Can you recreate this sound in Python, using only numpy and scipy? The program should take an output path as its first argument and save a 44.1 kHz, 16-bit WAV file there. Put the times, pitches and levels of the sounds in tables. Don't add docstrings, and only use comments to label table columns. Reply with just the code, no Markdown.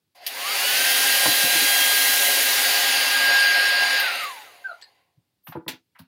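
import sys
import numpy as np
from scipy import signal
from scipy.fft import rfft, irfft
from scipy.io import wavfile
from scipy.ndimage import uniform_filter1d

SR = 44100
rng = np.random.default_rng(int(sys.argv[2]) if len(sys.argv) > 2 else 0)


def level_to_linear(level):
    exponent = np.asarray(level, float) / 20
    return 10 ** exponent


def wav_record(signal):
    frames = np.transpose(np.atleast_2d(signal))
    bounded = np.clip(frames, -1, 1)
    quanta = np.round(bounded * 32767).astype(np.int16)
    wavfile.write(sys.argv[1], SR, quanta)


N = 267907
T = np.arange(N) / SR

# time_s, speed_hz
SHAFT_SPEED = [(.147, 89.07), (.25, 121.5), (.36, 158), (.49, 201.8), (.57, 226.3), (.67, 244.8),
               (.76, 254.7), (.9, 265.4), (1.05, 268.4), (1.8, 270), (4.0, 270.3), (4.11, 232.2),
               (4.2, 218.3), (4.36, 156.5), (4.5, 110), (4.62, 90.8), (4.9, 62), (5.1, 44.7), (5.4, 25)]
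# time_s, blade_tone_db, order_12_db, order_15_db
WHINE_LEVELS = [(.36, -44, -56, -48), (.48, -29, -42, -38), (.58, -41, -30, -41.5), (.68, -33, -30.5, -40),
                (.78, -32, -34, -44.5), (1.1, -29, -32.5, -34), (1.45, -28, -33, -31.5),
                (1.85, -27, -28, -30.5), (2.15, -29, -32, -32), (2.6, -32, -41, -40),
                (3.03, -31, -34, -39.5), (3.32, -19.5, -41.5, -37), (3.95, -23, -47, -35.5),
                (4.08, -25.5, -36, -47), (4.16, -39, -32, -50), (4.26, -24, -36, -52),
                (4.38, -25, -64, -55), (4.55, -48, -50, -48)]
# multiple_of_shaft_speed, relative_db
MOTOR_ORDERS = [(1, -16.5), (2, -19), (3, -8), (7, -4.5), (8, -12), (9, -10.5), (10, -1), (11, -1),
                (13, -6.5), (14, -4), (16, -11), (17, -13), (20, -17), (25, -10.5)]
TONE_SPAN = [(0.34,), (4.6,)]
# time_s, dulled_0_to_1, loudness_db
DULLING = [(.142, 0, -4.5), (.2, 1, -5.7), (.3, 0.31, 1.7), (1.2, 0.11, 0.34), (2.35, 0.01, -0.68),
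           (2.8, 0.35, 0.5), (3.1, .55, 0.3), (3.55, 0.96, 0.5), (4, .95, -0.7), (4.15, 1, -1),
           (4.25, 0.78, -2.5), (4.32, 0.6, -6), (4.45, 0.48, -5), (5, 0.73, -3.5), (5.2, .7, -15.5)]
# freq_hz, density_db_per_hz
AIR_SPECTRUM = [(35, -73.5), (60, -45), (203, -31), (262, -29), (429, -15), (555, -16), (1320, -11.5),
                (1590, -4.5), (1750, -5.5), (4680, -5.5), (7480, -9), (14800, -9.5), (16200, -22)]
# freq_hz, width_hz, gain_db
HOUSING_MODES = [(100, 23, 7.5), (270, 75, 10), (560, 63, 11), (713.4, 24, 12.5), (796, 42, 9.5),
                 (1190, 92, -7), (1220, 36, 10), (2045, 48, 8), (2770, 240, 3), (4650, 100, 6),
                 (6860, 300, 4.5), (7480, 1800, -5), (9250, 600, 0.5), (10680, 1000, 5), (13300, 300, 0.5),
                 (14700, 1400, 4.5)]
# freq_hz, gain_db
DULLED_COLOUR = [(40, 2.5), (300, -6), (800, 3.5), (2100, 1.5), (2900, 1), (3400, -2), (4700, 1.5),
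                 (5500, -5), (6200, 5), (6800, 6), (8000, -1.5), (9100, 6), (10200, -4.5), (11200, 2),
                 (12300, -5.5), (13300, 4), (14300, -6.5), (15300, 2.5), (16500, 0)]
# freq_hz, gain_db
OFF_COLOUR = [(40, 12), (300, 4.5), (700, 1.5), (1600, 2.5), (2100, 8), (2800, 7), (3300, 1), (3700, 7.5),
              (5500, -10), (7000, -8), (16500, -9)]
# time_s, pitch_hz, level_db
WHIRR_CURVE = [(.145, 588, -75), (.17, 632, -60), (.21, 740, -55), (.25, 782, -51.5), (.3, 790, -47),
               (.36, 794, -71)]
# start_s, peak_db, contact_ms
KNOCK_BLOWS = [(1.254, -23, 0.99), (1.273, -23.5, 1.7), (1.29, -28, 0.5), (1.434, -28.5, 2.3),
               (1.549, -29, 1.29), (1.617, -29, 2), (1.799, -35.5, 1.27), (5.17, -52.5, 8.3),
               (5.187, -62, 6.9), (5.482, -36, 5.6), (5.552, -21, 0.83), (5.565, -23.5, 2.8),
               (5.663, -30, 0.42), (5.681, -28.5, 0.78), (5.727, -41, 1.9), (5.996, -39, 6.1),
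               (6.011, -50, 5.9)]
# freq_hz, relative_db, t60_s
CABINET_MODES = [(100, -10, 0.05), (157, -4, 0.091), (260, -5.5, 0.15), (295, 0.5, 0.057), (328, 2.5, 0.12),
                 (420, -5.5, .03), (480, -4, 0.056), (610, -5, .03), (730, -7, .04), (868, -3.5, .04),
                 (1010, -3.5, .05), (1250, -8, .03), (1500, -10, .03), (1906, -12, .02)]
# start_s, undecayed_db, centre_hz, t60_s, treble_re_body_db
CLICK_BURSTS = [(0.264, -17.5, 3900, 0.032, -1.5), (.267, -32, 7800, .07, 1),
                (0.271, -25.5, 3740, 0.088, 0.5), (1.255, -17.5, 890, 0.095, -25),
                (1.55, -25, 899, .07, -25), (3.995, -24.5, 13430, 0.074, -13),
                (4.233, -34, 14000, 0.048, -12), (4.813, -41.5, 4000, 0.046, -15),
                (5.468, -34.5, 1100, 0.069, -13), (5.47, -41.5, 2300, .065, -8),
                (5.476, -50.5, 4140, 0.14, 4), (5.519, -36, 1200, 0.09, -25),
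                (5.521, -44, 2980, 0.092, -17), (5.556, -35, 1190, 0.063, -40),
                (5.678, -24, 2880, 0.094, -6.5), (5.68, -35, 7800, .09, -7), (5.681, -32, 4550, 0.14, -7),
                (5.685, -34.5, 1240, 0.098, -20), (5.95, -46.5, 1635, 0.13, -28),
                (5.987, -47.5, 3580, 0.1, -1), (5.991, -42.5, 1090, 0.071, -12)]
# start_s, relative_db
RATTLE_BLOWS = [(4.823, -33.5), (4.829, -39), (4.838, -46), (4.841, -45)]
# freq_hz, relative_db, t60_s
PART_MODES = [(1780, -8.5, 0.028), (2920, -15, .03), (3900, -7, .03), (4270, -2, .035), (4780, -1.5, 0.026),
              (7800, -8.5, 0.024)]
# middle_s, length_s, slip_rate_hz, relative_db, half_rate_re_main_db
SLIPS = [(4.662, 0.043, 1567, -26.5, -33), (4.687, 0.0066, 1464, -36, -8), (4.7, 0.018, 1407, -30.5, -13),
         (4.718, 0.02, 1336, -36.5, -1), (4.731, 0.006, 1367, -36, -4), (4.752, 0.034, 1407, -49, -6)]
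# time_s, pitch_hz, level_db
WHISTLE_CURVE = [(5.43, 12800, -72), (5.45, 13300, -56), (5.48, 13600, -47), (5.508, 13300, -53),
                 (5.514, 14100, -50), (5.53, 13300, -57), (5.545, 12200, -73), (5.565, 11500, -67),
                 (5.59, 10500, -80)]
# freq_hz, density_db_per_hz
HUSH_SPECTRUM = [(35, -33.5), (60, 9), (348, -3), (686, -13.5), (908, -13), (1290, -15), (4790, -12),
                 (6200, -19), (16200, -17)]

FULL_SPEED_HZ, SWITCHED_OFF_S, OFF_RAMP_S, OFF_SHARE = 270, 4.0, 0.048, 0.54
RUSH_DB, HISS_DB, ROAR_DB = -22.5, -21, -34
RUSH_POWER, HISS_POWER, ROAR_POWER, TONE_POWER = 3.1, 3.25, 2.17, 2.5
ORDERS_DB, ORDERS_DULLED_DB = -35, -4
ORDER_18_DB, ORDER_18_DULLED_DB = -43, 6
HISS_DULLED_DB = -14.5
HISS_FLUTTER_DB, HISS_DULLED_FLUTTER_DB = 0.8, 3
RUSH_FLUTTER_DB, RUSH_OFF_FLUTTER_DB, ROAR_FLUTTER_DB = 1.13, 0.5, 1.5
SQUEAK_TRIPLE_DB = -12
HUSH_DB = -77
ROOM_T60_S, ROOM_TREBLE_T60_S, ROOM_DB, TAIL_S = 0.35, 0.11, -10.5, 0.082
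MIC_LOW_HZ, MIC_TOP_HZ = 85, 15800


def columns(table):
    s, *rest = np.transpose(table)
    return [np.interp(T, s, c) for c in rest]


def level(x, db):
    return x * level_to_linear(db) / np.sqrt(np.mean(x ** 2))


def walk(rate_hz):
    n, hold = N // 8 + 1, int(SR / 8 / rate_hz)
    coarse = np.repeat(rng.standard_normal(n // hold + 1), hold)
    coarse = uniform_filter1d(uniform_filter1d(coarse, hold), hold)[:n]
    return 1.3 * np.repeat(coarse, 8)[:N]


def colour_db(hz, points):
    f, db = np.transpose(points)
    return np.interp(np.log(hz + 1), np.log(f), db, left=-90, right=-90)


def tone(hz, db):
    phase = np.cumsum(hz) / SR + rng.random()
    return np.sqrt(2) * level_to_linear(db) * np.sin(2 * np.pi * phase)


def during(table):
    return np.clip(np.minimum(T - table[0][0], table[-1][0] - T) / 0.01, 0, 1)


def with_speed(power):
    return 20 * power * np.log10(columns(SHAFT_SPEED)[0] / FULL_SPEED_HZ)


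def fan():
    hz = uniform_filter1d(columns(SHAFT_SPEED)[0], size=2600)
    blade_db, order_12_db, order_15_db = columns(WHINE_LEVELS)
    dulled, loudness_db = columns(DULLING)
    slide_hz_per_s = uniform_filter1d(np.abs(np.gradient(hz)) * SR, size=2000)
    slide = np.clip(slide_hz_per_s / 200, 0, 1.5)
    hz = hz * (1 + (0.0006 + 0.0032 * slide) * walk(70))

    blade_hz = 6 * hz * (1 + 0.018 * slide * walk(160))
    steady_db = 0.8 * walk(6) + 1.1 * walk(45)
    sliding_db = slide * (1.3 * walk(25) + 1.6 * walk(90))
    out = tone(blade_hz, blade_db + steady_db + sliding_db)

    coasting = T > SWITCHED_OFF_S
    order_18_db = ORDER_18_DB + ORDER_18_DULLED_DB * dulled - 7 * slide * coasting
    orders = [(12, order_12_db), (15, order_15_db), (18, order_18_db)]
    for k, db in MOTOR_ORDERS:
        orders.append((k, db + ORDERS_DB + ORDERS_DULLED_DB * dulled + 1.5 * walk(5)))
    for k, db in orders:
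        order_hz = k * hz * (1 + 0.009 * slide * walk(160))
        loss_db = 12 * slide if k < 4 or k > 22 else 0
        out += tone(order_hz, db - loss_db + 2.0 * walk(24.926) + 1.7 * slide * walk(90))
    return out * level_to_linear(with_speed(TONE_POWER) + loudness_db) * during(TONE_SPAN)


def air(echo):
    dulled, loudness_db = columns(DULLING)
    off = OFF_SHARE * np.clip((T - SWITCHED_OFF_S) / OFF_RAMP_S, 0, 1)
    roar_db = ROAR_DB + with_speed(ROAR_POWER)
    rush_db = RUSH_DB + with_speed(RUSH_POWER)
    hiss_db = HISS_DB + with_speed(HISS_POWER) + HISS_DULLED_DB * dulled
    rush_flutter_db = RUSH_FLUTTER_DB + RUSH_OFF_FLUTTER_DB * off
    hiss_flutter_db = HISS_FLUTTER_DB + HISS_DULLED_FLUTTER_DB * dulled
    parts = [(40, 1150, roar_db, ROAR_FLUTTER_DB, 8),  # low_hz, high_hz, level_db, flutter_db, bands
             (1167, 5600, rush_db, rush_flutter_db, 14),
             (5666, 16500, hiss_db, hiss_flutter_db, 26)]

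    hz = np.fft.rfftfreq(N, 1 / SR)
    db = colour_db(hz, AIR_SPECTRUM)
    db = db + sum(g / (1 + (2 * (hz - f) / w) ** 2) for f, w, g in HOUSING_MODES)
    noise = rfft(rng.standard_normal(N)) * level_to_linear(db) * rfft(echo, N)
    gust_db = 0.16 * walk(7.7)
    out = 0
    for low_hz, high_hz, part_db, flutter_db, count in parts:
        edges_hz = np.geomspace(low_hz, high_hz, num=count + 1)
        part, power = 0, 0
        for a, b in zip(edges_hz, edges_hz[1:]):
            inside = (hz >= a) & (hz < b)
            mid_hz = np.sqrt(a * b)
            change_db = dulled * colour_db(mid_hz, DULLED_COLOUR) + off * colour_db(mid_hz, OFF_COLOUR)
            gain = np.sqrt(np.sum(level_to_linear(2 * db[inside]))) * level_to_linear(change_db)
            flicker = level_to_linear(flutter_db * (walk(35) + 0.12 * walk(1.9)))
            part = part + level(irfft(noise * inside, N), 0) * gain * flicker
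            power = power + gain ** 2
        out = out + part / np.sqrt(power) * level_to_linear(part_db + loudness_db + gust_db)
    return out * during(SHAFT_SPEED)


def whirr():
    hz, db = columns(WHIRR_CURVE)
    return tone(hz * (1 + 0.11 * walk(160)), db + 5 * walk(83.3)) * during(WHIRR_CURVE)


def ring_mode(mode, t, weight_db):
    hz, db, t60 = mode
    return level_to_linear(db + weight_db) * np.sin(2 * np.pi * hz * t) * 1000. ** (-t / t60)


def knocks():
    out, t = np.zeros(N + SR), T[:SR // 4]
    for s, db, contact_ms in KNOCK_BLOWS:
        modes = 0
        for k, mode in enumerate(CABINET_MODES):
            modes = modes + (-1) ** k * ring_mode(mode, t, 2.5 * rng.standard_normal())
        chatter = np.zeros(40 * 30)
        chatter[::30] = 0.25 * rng.standard_normal(40) * np.exp(-np.arange(40) / 14)
        chatter[0] = 1
        push = np.hanning(int(max(contact_ms, 0.1) * SR / 1000) + 3)
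        ring = np.convolve(modes, np.convolve(chatter, push))[:len(t)]
        out[int(s * SR):][:len(t)] += level_to_linear(db) * ring / np.abs(ring).max()
    return out[:N]


def band(x, low_hz, high_hz, db):
    return level(signal.sosfilt(signal.butter(3, [low_hz, high_hz], "band", fs=SR, output="sos"), x), db)


def clicks():
    out, t = np.zeros(N + SR), T[:SR // 4]
    for s, db, hz, t60, treble_db in CLICK_BURSTS:
        noise, size = rng.standard_normal((2, len(t)))
        grains = noise * level_to_linear(2.6 * np.repeat(size, 100)[:len(t)])
        half_hz = min(hz * 0.85, 4500) / 2
        body = band(grains, hz - half_hz, hz + half_hz, db)
        sizzle = band(grains, 10000, 15600, db + treble_db)
        envelope = np.clip(t / (0.063 * t60), 0, 1) * 1000. ** (-t / t60)
        out[int(s * SR):][:len(t)] += (body + sizzle) * envelope
    return out[:N]


def rattle():
    out, t = np.zeros(N), T[:SR // 8]
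    for s, db in RATTLE_BLOWS:
        ring = sum(ring_mode(mode, t, 4.4 * rng.standard_normal()) for mode in PART_MODES)
        out[int(s * SR):][:len(t)] += level_to_linear(db) * ring * np.clip(t / 0.00084, 0, 1)
    return out


def squeak():
    _, hz, _, half_db = columns(SLIPS)
    unsteady = np.clip((T - SLIPS[0][0]) / 0.024, 0, 1)
    hz = hz * (1 + 0.015 * unsteady * walk(150))
    swell = 0
    for s, length_s, _, db, _ in SLIPS:
        swell = swell + level_to_linear(db) * np.cos(np.pi * np.clip((T - s) / length_s, -0.5, 0.5)) ** 1.06
    return swell * (tone(hz, 0) + tone(hz / 2, half_db) + tone(3 * hz, half_db + SQUEAK_TRIPLE_DB))


def whistle():
    return tone(*columns(WHISTLE_CURVE)) * during(WHISTLE_CURVE)


def hush():
    gain = level_to_linear(colour_db(np.fft.rfftfreq(N, 1 / SR), HUSH_SPECTRUM))
    return level(irfft(rfft(rng.standard_normal(N)) * gain, N), HUSH_DB)


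def room():
    t = T[:SR // 2]
    noise = signal.lfilter(*signal.butter(1, 400, "high", fs=SR), rng.standard_normal(len(t)))
    noise = noise * np.clip(t / 0.006, 0, 1)
    low = signal.lfilter(*signal.butter(2, 4000, fs=SR), noise)
    tail = low * 1000. ** (-t / ROOM_T60_S) + (noise - low) * 1000. ** (-t / ROOM_TREBLE_T60_S)
    tail *= np.exp(-(t / TAIL_S) ** 4)
    return (t == 0) + level_to_linear(ROOM_DB) * tail / np.sqrt(np.sum(tail ** 2))


def scene():
    echo, rub = room(), squeak()
    short = signal.fftconvolve(knocks() + clicks() + rattle() + 0.53 * rub, echo)[:N] + 0.34 * rub
    mono = fan() + air(echo) + whirr() + short + whistle() + hush()
    return np.array([mono, mono])


def roll_off(x):
    return signal.sosfilt(signal.butter(12, 17010, fs=SR, output="sos"), x)


def record(dry):
    bass_cut = signal.butter(5, MIC_LOW_HZ, "high", fs=SR, output="sos")
    top_cut = signal.ellip(8, 0.2, 40, MIC_TOP_HZ, fs=SR, output="sos")
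    mix = signal.sosfilt(np.vstack([bass_cut, top_cut]), dry)
    return roll_off(mix)


dry = scene()
out = record(dry)
wav_record(out)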